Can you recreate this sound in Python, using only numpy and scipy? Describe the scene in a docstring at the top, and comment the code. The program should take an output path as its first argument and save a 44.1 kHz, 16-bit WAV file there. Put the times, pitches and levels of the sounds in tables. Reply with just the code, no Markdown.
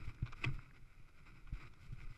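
"""Mountain bike tyres roll down a rocky dirt trail, heard through the closed case of a camera on the chest.
The tyres are a crackle of tiny grains, louder and sandier in gravel patches; loose stones click
and scuff, and pebbles snap. Bumps thump the camera mount as short dying swings, a run of hard contacts
rings the bike's modes, and a brake sings faintly. Filtered noise makes the drone, rumble and hiss below."""
import sys
import numpy as np
from scipy import signal
from scipy.fft import rfft, irfft, next_fast_len
from scipy.io import wavfile

SR = 44100
rng = np.random.default_rng(int(sys.argv[2]) if len(sys.argv) > 2 else 0)


def wrap_up_sound(samples):
    """Save the sound to the file named by the first command line argument, as 16-bit audio."""
    columns = np.atleast_2d(samples).T
    # keep every value between -1 and 1, then stretch to whole-number steps
    tamed = np.clip(columns, -1, 1)
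    steps = np.round(tamed * 32767).astype(np.int16)
    wavfile.write(sys.argv[1], SR, steps)


N = 96005  # length in samples

# Every COLOUR table is a relative response; each row: frequency in Hz, gain in dB.
# Background hiss, steady throughout.
HISS_COLOUR = [(100,12),(600,9.5),(2500,2),(6000,-2),(9000,-6),(11000,-3.5),(13000,-8)]
HISS_DB = -79.5

# Buffeting by air and the rider's movement. Each row: time in seconds, level in dB.
BUFFET_LEVEL = [(0,-43.5),(.18,-57.5),(.33,-50.5),(.44,-50.5),(.54,-34.5),(.63,-66),(.82,-57),(1.12,-59),(1.4,-56),(1.72,-53),(1.84,-54.5),(2.08,-47.5),(2.18,-58.5)]
BUFFET_COLOUR = [(12,-2),(22,-4),(35,-7),(50,-21),(80,-20),(125,-29),(200,-51),(600,-75)]

# Rough ground droning through frame and mount. Each row: time in seconds, level in dB.
DRONE_LEVEL = [(0,-51.5),(.11,-62.5),(.19,-60),(.27,-60),(.37,-65.5),(.43,-56),(.5,-50.5),(.58,-66),(.66,-65),(.78,-63),(.9,-75.5),(1.02,-69.5),(1.14,-73),(1.33,-62),(1.45,-67),(1.64,-64.5),(1.77,-66),(1.86,-63.5),(2.04,-59.5),(2.18,-82)]
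DRONE_COLOUR = [(30,-15),(80,-3.5),(125,1.5),(165,-6),(210,-16),(255,-15.5),(320,-14),(420,-24),(600,-35.5),(1200,-61.5)]

# Faint brake squeals. Each row: start in seconds, length in seconds, level in dB, pitch in Hz.
SQUEALS = [(2.093,.028,-77,5060),(2.118,0.047,-67.5,2020)]
SQUEAL_WAVER, SQUEAL_WAVER_HZ = 0.0035, 121  # spread as a fraction of pitch, speed

# Jolt levels below are drive levels, before the soft attack lowers the peak.
# Bumps shaking the camera mount. Each row: start in seconds, drive level in dB, pitch in Hz,
# decay time constant in seconds.
BUMPS = [(0.075,-28,95,0.0074),(0.103,-45.5,120,0.014),(0.225,-22,116.5,0.008),(0.4568,-32,117,0.01),(0.4659,-27,115,0.012),(0.4817,-31,128,0.022),(.581,-38.5,121,0.011),(0.998,-45.5,112.4,0.0079),(1.202,-51,146,0.0079),(1.5267,-29,126.5,0.0055),(1.63,-50.5,116,0.028),(1.921,-39,125,0.012),(1.929,-32.5,123,0.005),(2.101,-43.5,117,0.02)]
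BUMP_ATTACK_S = 0.0038

# Sharper bumps knocking the camera case. Each row: start in seconds, drive level in dB.
CASE_KNOCKS = [(0.101,-48),(0.2261,-40.5),(.4865,-34),(1.5283,-45),(1.929,-54)]
CASE_HZ, CASE_DECAY_S = 308, 0.0039

# Slow heaves of rider and camera. Each row: start in seconds, drive level in dB, pitch in Hz.
HEAVES = [(0.027,-44,39),(0.067,-35,27),(0.215,-30.5,38),(0.489,-30.5,17),(.535,-33.5,25),(1.523,-27,43),(1.893,-37,31),(2.047,-37,18)]
HEAVE_ATTACK_S, HEAVE_DECAY_CYCLES = 0.0076, 0.68

# Hard parts of the bike clacking together. Each row: time in seconds, drive level in dB,
# edge in Hz above which the blow is dull.
CLACKS = [(.43678,-47,9000),(.44034,-37.5,10500),(.44106,-29,2800),(.44569,-32,10500),(.44772,-39,2600)]
# Modes of the bike. Each row: frequency in Hz, level in dB relative to the blow,
# time to fall 60 dB in seconds.
CLACK_MODES = [(308,-9.5,0.22),(358,-9.5,0.053),(694,-23.5,0.083),(946,-25,0.14),(1143,-15.5,0.068),(1426,-29,0.077),(1550,-22,0.057),(2065,-3,0.026),(2360,-3.5,0.019),(2582,1,0.022),(3030,-8,0.021),(3260,-10.5,0.026),(4780,-13,0.014),(7420,-15,0.0053)]
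CRACK_DB, CRACK_DECAY_S = -7, 0.0047  # crack noise: level relative to the blow, time constant
CRACK_COLOUR = [(200,-14.5),(450,10.5),(600,-8.5),(1300,1.5),(2000,18),(3800,3.5),(4400,-10),(5400,0),(6800,-12),(8200,-10),(9200,-26),(11000,-22),(13000,-29)]

# Pebbles snapping together. Each row: start in seconds, drive level in dB, pitch in Hz.
PEBBLES = [(.184,-49.5,1590),(0.4643,-48,2300),(0.4763,-40,1470),(0.5911,-36.5,1330),(0.7096,-45.5,1970),(.7112,-47,1540),(1.6445,-44,2200),(1.6737,-45,2470),(2.004,-41,2250),(2.0056,-42.5,1370),(2.0148,-42.5,2160)]
PEBBLE_ATTACK_S, PEBBLE_DECAY_S = 0.00057, 0.001

# Stones knocked and scuffed by the tyres. Each row: start in seconds, length in seconds,
# drive level in dB, ringing edge in Hz above which the stone is dull.
STONES = [(0.146,0.0048,-62,8000),(0.183,0.003,-62.5,1620),(0.2259,0.0042,-59,2880),(0.2596,0.0043,-52,3600),(0.2663,0.0045,-52,3570),(0.2738,0.0053,-57,4370),(0.282,0.0067,-57,3220),(0.3235,0.0084,-53,6060),(0.3277,0.0072,-52,2150),(0.333,0.0034,-55.5,2850),(0.486,0.0092,-57,1450),(0.766,0.0036,-65,4750),(1.2594,0.008,-66,2490),(1.471,0.013,-63.5,2660),(1.736,0.0074,-66,5500)]
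STONE_COLOUR = [(200,-15),(350,-9),(550,-13.5),(900,-8),(1180,2),(1300,-4.5),(1450,4.5),(1730,-16.5),(2050,-9),(2400,0),(2750,-13.5),(3100,-11),(3900,-11.5),(4500,-17.5),(5400,-14.5),(6300,-19.5),(7600,-23),(9500,-30.5),(13000,-27)]
STONE_Q, STONE_CLICK_DB = 1.36, 15  # sharpness of the edge, click height before the row's level
STONE_ATTACK_S, STONE_RELEASE_S = 0.0014, 0.0037

# Tyre noise on the dirt. Each row: time in seconds, level in dB before TREAD_LIFT_DB.
TREAD_LEVEL = [(0,-61),(.12,-70.5),(.2,-71.5),(.31,-67),(.42,-74.5),(.56,-64),(.64,-70),(.7,-72.5),(.82,-78),(.94,-73),(1.0,-73.5),(1.13,-77),(1.32,-72.5),(1.44,-74),(1.7,-74),(1.92,-72.5),(2.08,-69),(2.18,-77.5)]
TREAD_LIFT_DB, TREAD_FLUTTER_DB, TREAD_FLUTTER_HZ = 1, 1.5, 46
GRIT_PER_S, GRIT_SPREAD_DB = 5000, 3
# Grit as heard through the case.
GRIT_COLOUR = [(200,-5.5),(350,-2.5),(450,-11),(650,-14.5),(950,-10),(1130,-6),(1270,-0.5),(1480,0),(1620,-10.5),(1760,-16),(2030,-1.5),(2300,-1.5),(2570,-2.5),(2760,-13),(3500,-20),(3900,-14),(4400,-25.5),(5030,-14),(6200,-33.5),(7500,-25.5),(9400,-43.5),(11000,-38),(13000,-40)]

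# Tyres biting into patches of gravel. Each row: start in seconds, length in seconds, level in dB
# before the flutter, level of the sandy top in dB relative to the patch.
CRUNCHES = [(0.039,0.019,-64.5,2),(0.067,0.046,-58.5,-18.5),(0.347,0.071,-64.5,-11.5),(0.409,0.046,-54,-19),(0.445,0.053,-55.5,-39),(0.53,0.03,-64.5,-7),(0.727,0.049,-66,-33),(1.07,0.028,-65.5,-13),(1.142,0.069,-70.5,-17),(1.25,0.054,-63.5,-32),(1.336,0.057,-68.5,-25),(1.52,0.071,-62,-14.5),(1.587,0.063,-60,-25),(1.642,0.041,-59.5,-24),(1.79,0.093,-73.5,-2.5),(1.906,0.041,-73.5,-4.5),(1.972,0.081,-67,-10.5),(2.091,0.084,-71.5,-7.5)]
CRUNCH_ATTACK_S, CRUNCH_RELEASE_S = 0.021, 0.011
# Fine sand thrown up from the patches.
SAND_COLOUR = [(1500,-28.5),(3000,-0.5),(3900,-1.5),(4400,-5),(5100,-0.5),(6300,-10.5),(7600,-9),(9300,-18),(11000,-12),(13000,-20)]

TOP_CUT_HZ = 12900


def from_db(db):
    """Decibels to gain."""
    return 10 ** (np.asarray(db) / 20)


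def rms_one(x):
    """Scale to unit rms."""
    return x / np.sqrt(np.mean(x ** 2) + 1e-20)


def since(s=0):
    """Seconds since a moment, zero before it."""
    return np.maximum(np.arange(N) / SR - s, 0)


def in_time(rows):
    """Join (seconds, value) points by straight lines."""
    return np.interp(since(), *np.transpose(rows))


def noise():
    """White noise of unit power."""
    return rng.standard_normal(N)


def drift(hz):
    """Smoothed random wander of unit rms; higher hz wanders faster."""
    r = np.exp(-2 * np.pi * hz / SR)
    wander = signal.lfilter([1], [1, -2 * r, r * r], rng.standard_normal(2 * N))
    return rms_one(wander[N:])  # drop the settling half


def colour(x, points):
    """Minimum-phase filter through (Hz, dB) points, scaled so white noise keeps its power."""
    hz, db = np.transpose(points)
    size = 2 * next_fast_len(N)
    bin_hz = np.arange(size // 2 + 1) * SR / size
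    gain = rms_one(from_db(np.interp(np.log(bin_hz + 1), np.log(hz), db)))
    # folding the cepstrum forward in time makes the filter causal
    cepstrum = irfft(np.log(gain))
    cepstrum[1:size // 2] *= 2
    cepstrum[size // 2 + 1:] = 0
    return irfft(rfft(x, size) * np.exp(rfft(cepstrum)))[:N]


def click(s):
    """One-sample click of height 1."""
    return signal.unit_impulse(N, int(s * SR))


def dull(x, hz):
    """Gentle low-pass."""
    return signal.sosfilt(signal.butter(2, hz, fs=SR, output="sos"), x + 1e-18)


def resonant_dull(x, hz):
    """Low-pass with a ringing peak at its edge."""
    warped_rate = .5 / np.tan(np.pi * hz / SR)  # puts the edge exactly at hz
    b, a = signal.bilinear([1], [1, 1 / STONE_Q, 1], fs=warped_rate)
    return signal.lfilter(b, a, x + 1e-18)


def ring(x, hz, t60):
    """Resonator: a unit click starts a dying sine of height 1."""
    r = np.exp(-np.log(1000) / (t60 * SR))
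    w = 2 * np.pi * hz / SR
    return signal.lfilter([0, np.sin(w)], [1, -2 * r * np.cos(w), r * r], x + 1e-18)


def grains(per_s, spread_db):
    """Random tiny clicks of uneven size and either sign, at unit rms."""
    sizes = from_db(spread_db * np.minimum(rng.exponential(1, N), 4))
    signs = rng.choice([-1, 1], N)
    struck = rng.random(N) < per_s / SR
    return rms_one(sizes * signs * struck)


def swell(s, length, attack, release):
    """Straight attack, hold, then an exponential release that has fallen to 1/e at the given length."""
    rise = np.minimum(since(s) / attack, 1)
    return rise * np.exp(-since(s + length - release) / release)


def jolt(s, hz, attack, decay):
    """A softly started, quickly dying swing."""
    t = since(s)
    return -np.sin(2 * np.pi * hz * t) * (1 - np.exp(-t / attack)) * np.exp(-t / decay)


def hiss():
    """Even noise, strongest in the lows."""
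    return from_db(HISS_DB) * colour(noise(), HISS_COLOUR)


def rumble():
    """Air and body movement buffet as very low noise of changing level."""
    return from_db(in_time(BUFFET_LEVEL)) * rms_one(colour(noise(), BUFFET_COLOUR))


def drone():
    """Rough ground carried through frame and mount is low noise of changing level."""
    return from_db(in_time(DRONE_LEVEL)) * rms_one(colour(noise(), DRONE_COLOUR))


def brake():
    """Rubbing makes the disc sing; each squeal is a single wavering mode."""
    turn = 2 * np.pi * np.cumsum(1 + SQUEAL_WAVER * drift(SQUEAL_WAVER_HZ)) / SR  # phase per Hz
    squeals = np.zeros(N)
    for s, length, db, hz in SQUEALS:
        squeals += from_db(db) * swell(s, length, length / 2, length / 4) * np.sin(hz * turn)
    return squeals


def bumps():
    """Bumps thump the mount and knock the case as dying swings; the camera heaves more slowly."""
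    shaken = np.zeros(N)
    for s, db, hz, decay in BUMPS:
        shaken += from_db(db) * jolt(s, hz, BUMP_ATTACK_S, decay)
    for s, db in CASE_KNOCKS:
        shaken += from_db(db) * jolt(s, CASE_HZ, BUMP_ATTACK_S, CASE_DECAY_S)
    for s, db, hz in HEAVES:
        shaken += from_db(db) * jolt(s, hz, HEAVE_ATTACK_S, HEAVE_DECAY_CYCLES / hz)
    return shaken


def clack():
    """A quick run of hard contacts, each with a brief noisy crack, rings the bike's modes."""
    blows, cracks = np.zeros(N), np.zeros(N)
    for s, db, hz in CLACKS:
        blows += from_db(db) * dull(click(s), hz)
        burst = noise() * (since(s) > 0) * np.exp(-since(s) / CRACK_DECAY_S)
        cracks += from_db(db + CRACK_DB) * dull(burst, hz)
    ringing = np.zeros(N)
    for k, (hz, db, t60) in enumerate(CLACK_MODES):
        ringing += (-1) ** k * from_db(db) * ring(blows, hz, t60)  # neighbours in opposite sign
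    return ringing + colour(cracks, CRACK_COLOUR)


def pebbles():
    """Each single hard contact is a swing that dies within a few cycles."""
    return sum(from_db(db) * jolt(s, hz, PEBBLE_ATTACK_S, PEBBLE_DECAY_S) for s, db, hz in PEBBLES)


def stones():
    """Each loose stone gives a click and a short gritty scuff with a pitch of its own."""
    grit = grains(per_s=6000, spread_db=5.0)
    knocks = np.zeros(N)
    for s, length, db, hz in STONES:
        knock = from_db(STONE_CLICK_DB) * click(s)
        scuff = grit * swell(s, length, STONE_ATTACK_S, STONE_RELEASE_S)
        knocks += from_db(db) * resonant_dull(knock + scuff, hz)
    return colour(knocks, STONE_COLOUR)


def tyres():
    """Grit crackles under the tread, louder in each patch of gravel, where sand sprays too."""
    rolling = from_db(in_time(TREAD_LEVEL) + TREAD_LIFT_DB)
    gravel, spray = np.zeros(N), np.zeros(N)
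    for s, length, db, sand_db in CRUNCHES:
        patch = from_db(db) * swell(s, length, CRUNCH_ATTACK_S, CRUNCH_RELEASE_S)
        gravel += patch
        spray += patch * from_db(sand_db)
    flutter = from_db(TREAD_FLUTTER_DB * drift(TREAD_FLUTTER_HZ))
    level = np.hypot(rolling, gravel) * flutter  # rolling and gravel add in power
    grit = colour(level * grains(GRIT_PER_S, GRIT_SPREAD_DB), GRIT_COLOUR)
    sand = colour(spray * grains(per_s=4800, spread_db=5.0), SAND_COLOUR)
    return grit + sand


def scene():
    """Tyres, stones, pebbles, clack, bumps and brake over drone, rumble and hiss."""
    background = rumble() + hiss() + drone()
    ground = tyres() + stones() + pebbles()
    bike = clack() + bumps() + brake()
    return (background + ground + bike)[None]  # one channel


def record(dry):
    """A steep low-pass cuts off the top of the treble."""
    steep = signal.ellip(10, .1, 70, TOP_CUT_HZ, fs=SR, output="sos")  # ripple, rejection in dB
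    return signal.sosfilt(steep, dry)


dry = scene()
out = record(dry)
wrap_up_sound(out)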